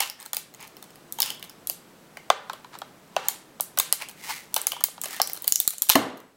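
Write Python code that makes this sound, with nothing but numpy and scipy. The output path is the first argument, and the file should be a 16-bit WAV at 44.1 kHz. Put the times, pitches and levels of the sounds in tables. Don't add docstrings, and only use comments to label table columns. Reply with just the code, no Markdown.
import sys
import numpy as np
from scipy import signal
from scipy.fft import rfft, irfft
from scipy.io import wavfile
from scipy.ndimage import uniform_filter1d

SR = 44100
rng = np.random.default_rng(int(sys.argv[2]) if len(sys.argv) > 2 else 0)


def transcribe(u):
    v = np.clip(np.atleast_2d(u).T, -1, 1)
    q = np.round(v * 32767).astype(np.int16)
    wavfile.write(sys.argv[1], SR, q)


N = 280476
T = np.arange(N) / SR

# (frequency [Hz], relative density [dB])
HISS_SPECTRUM = [(25, -17), (60, -14.5), (100, -10.5), (150, -0.5), (300, -2), (600, -6.5), (1200, -10.5),
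                 (2500, -17), (7000, -22.5), (15000, -26)]
# (time [s], rms level [dB])
HISS_LEVEL = [(.25, -59), (.7, -52), (3.1, -53), (5.4, -54), (6.36, -61)]
TONE_HZ, TONE_DB = 7800, -73.5
# (frequency [Hz], t60 [s], strength [dB])
ROOM = [(198.5, 0.43, -11.5), (680, 0.41, -12), (1500, 0.47, -11.5), (3090, 0.37, -6.5), (6760, 0.3, -11),
        (11300, 0.27, -12.5), (16000, 0.13, -12)]

# (time [s], level [dB])
THUMPS = [(2.3013, -30), (3.798, -21.5), (5.678, -17), (5.898, -21)]
# (time of greatest force [s], length [s], level [dB], treble boost [dB], creak [Hz])
SCRAPES = [(0.017, 0.087, -29.5, 3, 2830), (0.218, 0.09, -49.5, -4, 1790), (.625, 0.074, -45, -10, 2330),
           (1.256, .11, -35.5, 3, 2900), (2.743, 0.034, -43, -27, 1500), (3.249, 0.17, -42, -21, 776),
           (4.017, 0.038, -34, -6, 2160), (4.3, 0.17, -35.5, 9, 2070), (4.301, 0.033, -28.5, -3, 840),
           (4.579, 0.11, -45.5, 4, 950), (4.745, 0.048, -49, 19, 3160), (5.138, .11, -37.5, 10, 1850),
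           (5.432, 0.11, -52, -3, 3890), (5.922, 0.039, -14, 24, 3650)]
# (frequency [Hz], level [dB])
FRICTION = [(200, -14), (600, -10.5), (850, 9), (1500, 1), (2200, 1), (5700, -0.5), (16000, -7.5)]
RISE_SHARE = 0.43

# (frequency [Hz], level [dB], t60 [s])
CASE_MODES = [(493, -12, 0.027), (598, 0, 0.016), (772, 7, 0.019), (926, -0.5, 0.041), (1128, 0.5, 0.028),
              (1340, -2, 0.018), (1708, -14.5, 0.048), (2130, -7.5, 0.03), (2700, 4, 0.0041),
              (3213, 2, 0.017), (3750, -1.5, 0.013), (4390, -4, 0.016), (5050, -1, 0.01), (5530, 0, 0.0096),
              (6240, 4.5, 0.0055), (6970, 3.5, 0.0069), (8520, 2.5, 0.0042), (9140, -1.5, 0.0048),
              (10430, 5.5, 0.0049), (12770, 13.5, 0.0018), (13900, 0, 0.0069), (15990, 7.5, 0.0064)]
CASE_HZ = 917
# (low [Hz], high [Hz])
PARTS = [(410, 1500), (1500, 4000), (4000, 8000), (8000, 16000)]
# (body [dB], walls [dB], ribs [dB], broken edges [dB])
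CRACK_SHAPE_DB = (0.78, -1.7, -2.4, 0.68)
# (body [dB], walls [dB], ribs [dB], broken edges [dB])
KNOCK_SHAPE_DB = (-0.5, -9, -15, -23)

# (start [s], end [s], energy of the weakest ticks [dB])
STRAINED = [(0.055, .27, -41.5), (0.499, 0.984, -44), (1.251, 1.51, -41), (3.942, 4.122, -42),
            (5, 5.87, -35.5), (6.152, 6.271, -43)]
TICK_BRIGHTNESS_DB_PER_OCT = 2.55
# (time [s], energy [dB], gripped case pitch [Hz])
KNOCKS = [(1.698, -32, 796), (2.3012, -1, 859), (2.497, -19, 1054), (2.6456, -32, 980), (2.752, -31, 1060),
          (2.8173, -23.5, 942), (3.1644, -8.5, 798), (3.5985, -24, 953), (4.731, -28, 824),
          (4.7642, -27.5, 950), (4.883, -31.5, 855), (4.9787, -31.5, 944), (5.1995, -10.5, 877)]
# (time [s], snap energy [dB], hook pitch [Hz])
LATCHES = [(.099, -27.5, 5460), (1.22, -12.5, 5300), (1.229, -17, 3720), (1.3033, -24, 3280),
           (1.427, -31.5, 3224), (1.496, -39, 5500), (2.171, -32, 1740), (4.021, -25, 2300),
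           (4.7195, -20.5, 3040), (5.217, -10.5, 6120), (5.5228, -8, 6600), (5.558, -8, 6350),
           (5.7824, -25.5, 7300)]
HOOK_PLAIN_HZ, HOOK_BRIGHTENING = 2155, 5.5
HOOK_Q, HOOK_DB = 5, 2
# (time [s], level [dB])
RELEASE = (5.954, -3.5)
# (frequency [Hz], level [dB], t60 [s])
LID_MODES = [(226, -18, 0.17), (279, 6.5, 0.076), (295, 0, 0.12), (457, -20.5, 0.064), (523, -10, 0.058),
             (667, -5.5, 0.13), (726, -4, 0.036), (1074, -9.5, 0.11), (1750, -10, 0.079), (2010, 1, 0.023)]
# (time [s], energy [dB], brightness [dB per octave])
CRACKS = [(.004, -10.5, 1.5), (.332, -17, 3), (.3462, -23, 5.5), (0.3677, -15, 4.5), (1.124, -21.5, 10),
          (1.186, -22, -1.5), (1.203, -9.5, 4.5), (1.26, -25, 12), (1.672, -18.5, 9), (1.6977, -14, 7),
          (2.532, -28, -1.5), (2.7877, -33.5, 5), (3.2845, -8, 5), (3.6078, -11.5, 10.5),
          (3.774, -19, -0.5), (3.7871, -8, 5.5), (3.7985, -6.5, 3), (3.9255, -5.5, 5), (4.542, -12.5, 7.5),
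          (4.563, -11, 0.5), (4.5783, -23, 8), (4.6156, -20, 14), (4.669, -8.5, 5.5), (4.8064, -27, -.5),
          (4.8389, -4.5, 6.5), (5.015, -20.5, 7.5), (5.0366, -20.5, 3.5), (5.0568, -22, 1),
          (5.274, -19.5, 7), (5.333, -18, 17), (5.4219, -24, 22), (5.478, -6.5, 8), (5.6014, -3.5, 7.5),
          (5.677, -2, 8.5), (5.7058, -15.5, 7), (5.8207, -6, 8), (5.888, -17, 5), (5.8937, -4, 3),
          (5.8988, 2.5, 2.5), (5.9546, 4, -1.5)]

LIMIT_DB, LIMIT_SHARE, LIMIT_S, RECOVER_DB_PER_S = -15.5, 0.66, 0.018, 38
CUT_HZ = 16150

PART_FILTERS = [signal.butter(4, band, "bandpass", fs=SR, output="sos") for band in PARTS]


def amp(db):
    return 10 ** (np.asarray(db) / 20)


def unit(x):
    return x / np.sqrt(np.mean(x ** 2) + 1e-20)


def unit_energy(x):
    return unit(x) / np.sqrt(1000 * len(x) / SR)


def read(points, hz):
    f, *columns = np.transpose(points)
    return np.array([np.interp(np.log(hz + 1), np.log(f), column) for column in columns])


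def add(mix, start_s, sound):
    part = mix[..., max(0, round(start_s * SR)):][..., :sound.shape[-1]]
    part += sound[..., :part.shape[-1]]


def colour(x, points):
    hz = np.fft.rfftfreq(len(x), 1 / SR)
    gain = amp(read(points, hz)[0])
    return irfft(rfft(x) * gain, len(x))


def background():
    level_db = np.interp(T, *np.transpose(HISS_LEVEL))
    hiss = amp(level_db) * unit(colour(rng.standard_normal(N), HISS_SPECTRUM))
    waver = unit(uniform_filter1d(rng.standard_normal(N), size=300))
    return hiss + amp(TONE_DB) * waver * np.sin(2 * np.pi * TONE_HZ * T)


def room(x, delay_s=0.00047):
    t = T[:SR * 2 // 3]
    onset = np.clip((t - delay_s / 2) / delay_s, 0, 1)
    taps = rng.standard_normal(len(t)) * onset
    hz, when_s, bins = signal.stft(taps, SR, nperseg=128)
    t60_s, db = read(ROOM, hz)[:, :, None]
    decay = amp(db - 60 * when_s / t60_s) * np.sqrt(2 * np.log(1000) / (t60_s * SR))
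    response = signal.istft(bins * decay, SR)[1]
    return signal.fftconvolve(x, response)[:N]


def thumps(decay_s=0.00031):
    out = np.zeros(N)
    for start_s, db in THUMPS:
        add(out, start_s, amp(db) * np.exp(-T[:SR // 50] / decay_s))
    return out


def scrapes(catches_per_s=1100, split_hz=3500, grit_db=-0.5, flutter_db=1.0, creak_q=6):
    out, t = np.zeros(N), T[:SR // 2] - 1 / 4
    treble = signal.butter(1, split_hz, "highpass", fs=SR)
    for peak_s, length_s, db, treble_db, creak_hz in SCRAPES:
        sizes = amp(grit_db * np.minimum(rng.exponential(1, len(t)), 4))
        sizes *= rng.choice([-1, 1], len(t))
        catches = sizes * (rng.random(len(t)) < catches_per_s / SR)
        rub = colour(catches, FRICTION)
        rub = unit(rub + (amp(treble_db) - 1) * signal.lfilter(*treble, rub))
        creak = unit(signal.lfilter(*signal.iirpeak(creak_hz, creak_q, fs=SR), rub))

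        rise_s, fall_s = length_s * RISE_SHARE, length_s * (1 - RISE_SHARE)
        swell = np.exp(-abs(t / np.where(t < 0, rise_s, fall_s)) ** 1.63)
        flutter = amp(flutter_db * unit(uniform_filter1d(rng.standard_normal(len(t)), size=250)))
        stroke = amp(db) * flutter * swell * unit(rub + creak / 2)
        add(out, peak_s + t[0], stroke[peak_s + t >= 0])
    return out


def ring(modes, t, stretch, vary_db):
    hz, db, t60_s = np.transpose(modes)[:, :, None]
    sign = (-1) ** np.arange(len(hz))[:, None]
    strength = sign * amp(db + vary_db * rng.standard_normal(hz.shape))
    return (strength * amp(-60 * t / t60_s) * np.sin(2 * np.pi * hz * stretch * t)).sum(0)


def spread(db, shape_db, brightness=0):
    levels_db = np.array(shape_db) + brightness * np.log2(PARTS).mean(1)
    return db + levels_db - 20 * np.log10(np.linalg.norm(amp(levels_db)))


def share(sound, levels_db):
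    bands = [signal.sosfilt(sos, sound) for sos in PART_FILTERS]
    return sum(amp(db) * unit_energy(band) for db, band in zip(levels_db, bands))


def slips(length_s, first):
    t = T[:SR // 20]
    force = rng.standard_normal(len(t)) ** 3 * np.exp(-t / length_s)
    force /= np.linalg.norm(force)
    force[0] = first
    return force


def strike(force, levels_db, stretch, vary_db, even=1):
    t = T[:len(force)]
    rung = signal.fftconvolve(force, ring(CASE_MODES, t, stretch, vary_db))[:len(t)]
    near = share(rung, levels_db)
    all_round = share(signal.unit_impulse(len(t)), levels_db)
    even = np.clip(even, 0, 1)
    into_room = np.sqrt(even) * all_round + np.sqrt(1 - even) * np.roll(near, SR // 500)
    return np.array([near, into_room])


def ticks(per_s=28, spread_db=4):
    out = np.zeros((2, N))
    for start_s, end_s, db in STRAINED:
        span_s = end_s - start_s
        for when, size in rng.random((round(per_s * span_s), 2)):
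            tick_db = db - spread_db * np.log(max(size, .05))
            levels_db = spread(tick_db, CRACK_SHAPE_DB, TICK_BRIGHTNESS_DB_PER_OCT)
            force = slips(0.00072, first=0.66)
            add(out, start_s + when * span_s, strike(force, levels_db, 0.96, vary_db=9))
    return out


def knocks():
    out = np.zeros((2, N))
    for start_s, db, hz in KNOCKS:
        blow = slips(length_s=.001, first=3)
        levels_db = spread(db, KNOCK_SHAPE_DB)
        add(out, start_s, strike(blow, levels_db, hz / CASE_HZ, vary_db=3.0, even=0.7))
    return out


def latches(give_s=0.00082):
    out = np.zeros((2, N))
    for start_s, db, hz in LATCHES:
        force = slips(give_s, first=0.54)
        brightness = HOOK_BRIGHTENING * np.log2(hz / HOOK_PLAIN_HZ)
        levels_db = spread(db, CRACK_SHAPE_DB, brightness)
        snap = strike(force, levels_db, 0.93, vary_db=0, even=0.39)
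        hook = unit_energy(signal.lfilter(*signal.iirpeak(hz, HOOK_Q, fs=SR), force))
        add(out, start_s, snap + amp(db + HOOK_DB) * hook)
    return out


def lid(low_hz=170, rattle_db=-7, rattle_s=0.054, rattle_hz=700):
    start_s, db = RELEASE
    out, t = np.zeros(N), T[:SR // 2]
    lowpass = signal.butter(2, rattle_hz, fs=SR)
    rattle = unit(signal.lfilter(*lowpass, rng.standard_normal(len(t)))) * np.exp(-t / rattle_s)
    boom = ring(LID_MODES, t, stretch=0.98, vary_db=0)
    add(out, start_s, amp(db) * (boom + amp(rattle_db) * rattle))
    return signal.sosfilt(signal.butter(3, low_hz, "highpass", fs=SR, output="sos"), out)


def cracks(quickest_s=0.00052, slowest_s=0.0029, detune=0.11, dull=-0.59, bright=3.5):
    out = np.zeros((2, N))
    for start_s, db, brightness in CRACKS:
        length_s = np.interp(brightness, [dull, bright], [slowest_s, quickest_s])
        stretch = np.exp(detune * rng.uniform(-1.126, 1))
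        force = slips(length_s, first=0.61)
        levels_db = spread(db, CRACK_SHAPE_DB, brightness)
        add(out, start_s, strike(force, levels_db, stretch, vary_db=4, even=0.76))
    return out


def scene(crack_room_db=3, knock_room_db=1, scrape_room_db=-3, lid_room_db=0):
    snap, snap_out = cracks() + latches() + ticks()
    knock, knock_out = knocks()
    rub, boom = scrapes(), lid()
    answer = room(amp(crack_room_db) * snap_out + amp(knock_room_db) * knock_out
                  + amp(scrape_room_db) * rub + amp(lid_room_db) * boom)
    return (snap + knock + rub + boom + thumps() + answer + background())[None]


def record(dry):
    power = abs(uniform_filter1d(dry[0] ** 2, size=88))
    level_db = 10 * np.log10(power + 1e-12)
    excess_db = LIMIT_SHARE * np.maximum(level_db - LIMIT_DB, 0)
    recovery_db = RECOVER_DB_PER_S * T
    duck_db = np.maximum.accumulate(excess_db + recovery_db) - recovery_db
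    lag = np.exp(-1 / (LIMIT_S * SR))
    gain = amp(-signal.lfilter([1 - lag], [1, -lag], duck_db))
    clipped = np.clip(dry * gain, -1, 1)
    lowpass = signal.firwin(255, CUT_HZ, window=("kaiser", 7), fs=SR)
    return signal.oaconvolve(clipped, lowpass[None], "same")


dry = scene()
out = record(dry)
transcribe(out)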